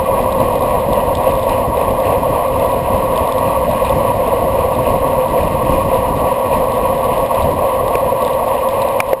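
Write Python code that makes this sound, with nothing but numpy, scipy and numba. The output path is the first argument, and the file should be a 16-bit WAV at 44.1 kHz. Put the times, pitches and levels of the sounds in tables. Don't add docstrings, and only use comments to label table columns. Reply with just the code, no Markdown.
import sys
import numpy as np
from scipy.fft import rfft, irfft, next_fast_len
from scipy.io import wavfile
from scipy.ndimage import uniform_filter1d
from numba import njit

SR = 44100
rng = np.random.default_rng(int(sys.argv[2]) if len(sys.argv) > 2 else 0)


def generate_wav(sig):
    pcm = np.round(np.clip(np.atleast_2d(sig).T, -1, 1) * 32767).astype(np.int16)
    wavfile.write(sys.argv[1], SR, pcm)


N = 405719
T = np.arange(N) / SR
FREQ = np.maximum(np.arange(N // 2 + 1) * SR / N, 1)

# (pitch [Hz], width [Hz], relative level [dB])
LOW_CASE_NOTES = [(527, 43.3, 0.5), (630, 61, -14), (679.5, 104, -9), (806, 22, -12)]


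def undb(db):
    return 10 ** (np.asarray(db) / 20)


def unit(x):
    return x / np.sqrt(np.mean(x ** 2))


def curves(table):
    times, *columns = np.transpose(table)
    return [np.interp(T, times, column) for column in columns]


def shape(x, gain):
    size = next_fast_len(N)
    bins_hz = np.arange(size // 2 + 1) * SR / size
    return irfft(rfft(x, size) * np.interp(bins_hz, FREQ, gain), size)[:N]


def colour(points):
    hz, db = np.transpose(points)
    return undb(np.interp(np.log(FREQ), np.log(hz), db))


def resonances(notes):
    return np.sqrt(sum(undb(db) ** 2 / (1 + (2 * (FREQ - hz) / width) ** 2) for hz, width, db in notes))


def below(edge_hz, order):
    return 1 / np.sqrt(1 + (FREQ / edge_hz) ** (2 * order))


def between(low_hz, high_hz, order):
    return np.sqrt(1 - below(low_hz, order) ** 2) * below(high_hz, order)


def add(out, s, sound):
    start = max(int(s * SR), 0)
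    out[start:start + len(sound)] += sound[:max(N - start, 0)]


def ring(hz, rise_s, glide=0):
    t = T[:SR // 30]
    swell = (t / rise_s * np.exp(1 - t / rise_s)) ** 2
    pitch_hz = hz * (1 - glide * np.tanh(t / rise_s / 2 - 1 / 2))
    return swell * np.sin(2 * np.pi * np.cumsum(pitch_hz) / SR)


def noise(gain):
    x = unit(shape(rng.standard_normal(N), gain))
    power = uniform_filter1d(uniform_filter1d(x ** 2, size=SR // 9), size=SR // 30)
    return x / np.sqrt(power)


def flutter(slow_hz, fast_hz):
    return unit(shape(rng.standard_normal(N), between(slow_hz, fast_hz, order=2)))


def swells(events, half_s):
    return sum(db * np.exp(-((T - s) / half_s) ** 2) for s, db in events)


def shaking(level_db, surges, throb, uneven_db):
    # (time [s], relative depth)
    throb_depths = [(0, 1.3), (1.8, 2), (3, .9), (9.2, .8)]
    wheel_hz, slowing_hz_per_s = 3.64, 0.013
    t = T - 0.17
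    turns = wheel_hz * t - slowing_hz_per_s * t ** 2 / 2
    throb_db = throb * curves(throb_depths)[0] * np.cos(2 * np.pi * turns)
    return level_db + swells(surges, half_s=0.027) + throb_db + uneven_db * flutter(8, 8.1)


def road():
    # (time [s], low drone [dB], upper drone [dB], chatter [dB])
    surface = [(0, -16.5, -19, -38.5), (1.3, -16.5, -20, -39), (2.8, -16.5, -19.5, -38.8),
               (3.6, -17, -18, -37), (4.4, -15.5, -20.5, -38.5), (5.6, -18, -19, -38.3),
               (6.3, -16.5, -19, -38.5), (7.3, -16.5, -19.5, -38), (8.1, -16.5, -19.5, -39.5),
               (9.2, -16, -19.5, -37.5)]
    # (time [s], low drone [dB], upper drone [dB], chatter [dB])
    surges = [(.71, 0.5, 1.5, 1), (1.28, 2.5, -0.5, 3), (1.51, 0.5, 0.5, 5.5), (1.71, -6, 1, -4),
              (2.06, 2, -1.5, 5.5), (2.12, 2.5, -.5, 2.5), (2.63, 0.5, 1, 2), (2.82, -3.5, -4, 0),
              (3.17, -1.5, 0, 3), (3.69, 2, -10, -1), (3.78, -1.5, -1.5, 3), (3.88, 0.5, 2, 7),
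              (4.09, -1, 1, 1.5), (4.87, 1, -0.5, 3), (5.04, 1.5, 3, 0), (5.19, 4.5, 0, -2),
              (5.39, 4.5, -1, 4.5), (5.48, -4.5, -3.5, 1), (5.74, 2, 2.5, 4), (5.94, 4.5, 0.5, 4),
              (6.14, -7, -0.5, -4), (6.55, 0, 1.5, 5), (7.39, -0.5, 2, 1), (7.55, -6, -2.5, -3),
              (7.64, 4, 0.5, -1.5)]
    low_db, upper_db, chatter_db = curves(surface)
    low, upper, chatter = ([(s, changes[k]) for s, *changes in surges] for k in range(3))
    low_db = shaking(low_db, low, throb=.5, uneven_db=1.13)
    upper_db = shaking(upper_db, upper, throb=.8, uneven_db=1.27)
    chatter_db = shaking(chatter_db, chatter, throb=1.3, uneven_db=0.91)
    return low_db, upper_db, np.minimum(chatter_db, -32.5)


def case_drone(low_db, upper_db):
    # (pitch [Hz], width [Hz], relative level [dB])
    upper_notes = [(870, 50, -15), (935, 60, 3.5), (984.6, 39, 6.5), (1098.6, 32, 5), (1121, 30, 2.5)]
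    # (pitch [Hz], width [Hz], relative level [dB])
    frame_notes = [(241.4, 17, 1.5), (308, 64, -15.5), (403, 36, -9)]
    jolts = undb(.8 * flutter(12, 45))
    low = unit(noise(resonances(LOW_CASE_NOTES) * between(470, 780, order=7)) * jolts)
    upper = noise(resonances(upper_notes) * between(825, 1183, order=22))
    frame = noise(resonances(frame_notes) * between(248, 480, order=5))
    frame_db = -32.5 + .5 * (low_db - np.median(low_db))
    return low * undb(low_db - 0.02) + upper * undb(upper_db - 0.7) + frame * undb(frame_db)


def fittings(chatter_db):
    # (pitch [Hz], width [Hz], relative level [dB])
    buzz_notes = [(1314, 330, -7.5), (1614, 30, -6.5), (1810, 55, -9), (1932, 82, -2), (2093, 104, -5.5),
                  (2455, 39, -1.5), (2640, 120, -11), (2910, 210, -13)]
    shaken_db = chatter_db - np.median(chatter_db)
    buzz = noise(resonances(buzz_notes) * between(1290, 3700, order=8)) * undb(-36.5 + .5 * shaken_db)
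    squeaks = np.zeros(N)
    gaps, pitches, sizes = rng.random((1100, 3)).T
    times = np.cumsum(.004 + .011 * gaps)
    for s, pitch, size in zip(times, pitches, sizes):
        add(squeaks, s, (.3 + size) * ring(2450 + 450 * pitch, rise_s=.0013, glide=.15))
    threshold = undb(-40.0 + .5 * shaken_db)
    slip = np.sqrt(np.maximum(undb(chatter_db) ** 2 - threshold ** 2, 0))
    return buzz + slip * unit(squeaks)


def tyres(chatter_db):
    # (frequency [Hz], relative level [dB])
    hiss_tone = [(600, -34), (1300, -7), (3000, 5.5), (3500, -1), (4100, 1), (4600, -7), (5100, -6),
                 (6000, -11.5)]
    rough_db = chatter_db - np.median(chatter_db)
    return noise(colour(hiss_tone)) * undb(-39.5 + 0.48 * rough_db)


def wind():
    # (time [s], level [dB])
    headwind = [(0, -25), (2.5, -24.5), (4.5, -25.5), (5.7, -22), (6.6, -27), (7.6, -24.5), (8.4, -32),
                (9.2, -31.5)]
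    # (time [s], change [dB])
    gusts = [(.44, 4), (.94, 3), (2.45, -5), (2.98, 3), (3.3, -6), (3.96, 6), (4.54, 4), (4.91, 3.5),
             (5.25, -5), (5.7, 4), (6.2, 5), (6.4, -11), (6.57, 6.5), (7.3, -7), (7.45, 4.5), (7.7, -7)]
    # (frequency [Hz], relative level [dB])
    rumble_tone = [(10, -19), (25, -4), (45, 0), (70, 0), (110, -1), (160, -4), (210, -5), (290, -7.5),
                   (370, -12), (600, -8.5), (1400, -44.5)]
    buffet_db = curves(headwind)[0] + swells(gusts, half_s=0.062) + 2 * flutter(2.1, 10.7)
    rumble = unit(noise(colour(rumble_tone)) * undb(0.7 * flutter(14, 25)))
    return rumble * undb(buffet_db + 1.93)


def chains(snap_db=-12, rattle_db=-6, rattle_s=.05):
    # (time [s], level [dB])
    near_ticks = [(0.3241, -22.5), (0.4024, -26), (0.5551, -25), (0.5929, -26), (0.6229, -29),
                  (0.9317, -20), (1.1517, -19), (1.1702, -24), (1.3128, -26), (1.353, -25), (1.3951, -28),
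                  (1.4305, -22.5), (1.494, -19.5), (1.7713, -27), (2.0004, -28), (2.5975, -26),
                  (2.6612, -32), (2.7176, -24), (3.1587, -23), (3.1761, -19.5), (3.275, -25), (3.3227, -21),
                  (3.383, -21.5), (3.7129, -25), (3.849, -22), (3.8949, -21), (4.7518, -26), (5.248, -32),
                  (5.2829, -28), (5.2994, -29), (5.9443, -26), (6.5419, -28), (6.72, -25), (6.9779, -30),
                  (7.178, -25), (7.2618, -24), (7.3472, -24.5), (7.4219, -23), (7.4284, -27), (7.5137, -28),
                  (7.8799, -24), (8.2211, -23.5), (8.2486, -19.5), (8.278, -24), (8.3335, -24),
                  (8.483, -28), (8.6876, -21.5), (8.8188, -20), (8.8866, -26), (9.0912, -26)]
    faint_ticks = [(when * N / SR, -41 + 12 * size ** 2) for when, size in rng.random((220, 2))]
    out, contact = np.zeros((2, N))
    t = T[:SR // 30]
    touch = np.sin(np.pi * np.minimum(t / .0045, 1))
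    for s, db in near_ticks + faint_ticks:
        low_hz, high_hz = (1 + 0.043 * rng.standard_normal(2)) * (3650, 4600)
        tick = ring(low_hz, rise_s=0.00073) + undb(-6) * ring(high_hz, rise_s=0.00036)
        add(out, s, undb(db) * tick)
        add(contact, s, undb(db + snap_db) * touch)
        for offset, size in rng.random((2, 2)):
            add(out, s + rattle_s * (offset - .4), size * undb(db + rattle_db) * tick)
    return out + contact * noise(between(2100, 4700, order=4))


def knocks():
    # (time [s], thud [dB], thud [Hz], clack [dB], clack [Hz], scrape [dB])
    bumps = [(7.9525, -3.5, 506, -15, 2500, -14), (9.002, -4, 720, -5, 2330, 1.5),
             (9.131, 9, 530, -17, 2210, -4)]
    # (frequency [Hz], relative level [dB])
    scrape_tone = [(400, -6.5), (900, 8), (1400, -8), (2200, 0), (3000, -9), (4000, -21), (5500, -11)]
    out, pressure = np.zeros((2, N))
    t = T[:SR // 8]
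    case_hz = LOW_CASE_NOTES[0][0]
    case_ring = np.sin(2 * np.pi * case_hz * t) * np.exp(-t / 0.047)
    contact = np.sin(np.pi * np.minimum(t / 0.0072, 1)) * np.exp(-t / 0.014)
    for s, thud_db, thud_hz, clack_db, clack_hz, scrape_db in bumps:
        add(out, s, undb(thud_db) * ring(thud_hz, rise_s=0.0027))
        add(out, s, undb(thud_db - 15) * case_ring)
        add(out, s, undb(clack_db) * ring(clack_hz, rise_s=0.0022, glide=0.25))
        add(pressure, s, undb(scrape_db) * contact)
    return out + pressure * noise(colour(scrape_tone))


def scene():
    low_db, upper_db, chatter_db = road()
    rolling = case_drone(low_db, upper_db) + fittings(chatter_db) + tyres(chatter_db)
    return (rolling + wind() + chains() + knocks())[None]


@njit
def follow(x, attack, release):
    out, level = np.empty(len(x)), 0.
    for i in range(len(x)):
        level += (abs(x[i]) - level) * (attack if abs(x[i]) > level else release)
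        out[i] = level
    return out


def record(dry, ceiling=0.87, attack_s=0.00017, release_s=0.2, hold_hz=12000):
    peaks = follow(dry[0], 1 / (attack_s * SR), 1 / (release_s * SR))
    ducked = dry[0] / np.maximum(peaks / ceiling, 1)
    dulled = shape(ducked, below(5436, order=16))
    mirrored = dulled * (1 + 2 * np.cos(2 * np.pi * hold_hz * T))
    held = shape(mirrored, np.sinc(FREQ / hold_hz))
    return shape(np.clip(held, -1, 1), below(15300, order=120))[None]


dry = scene()
out = record(dry)
generate_wav(out)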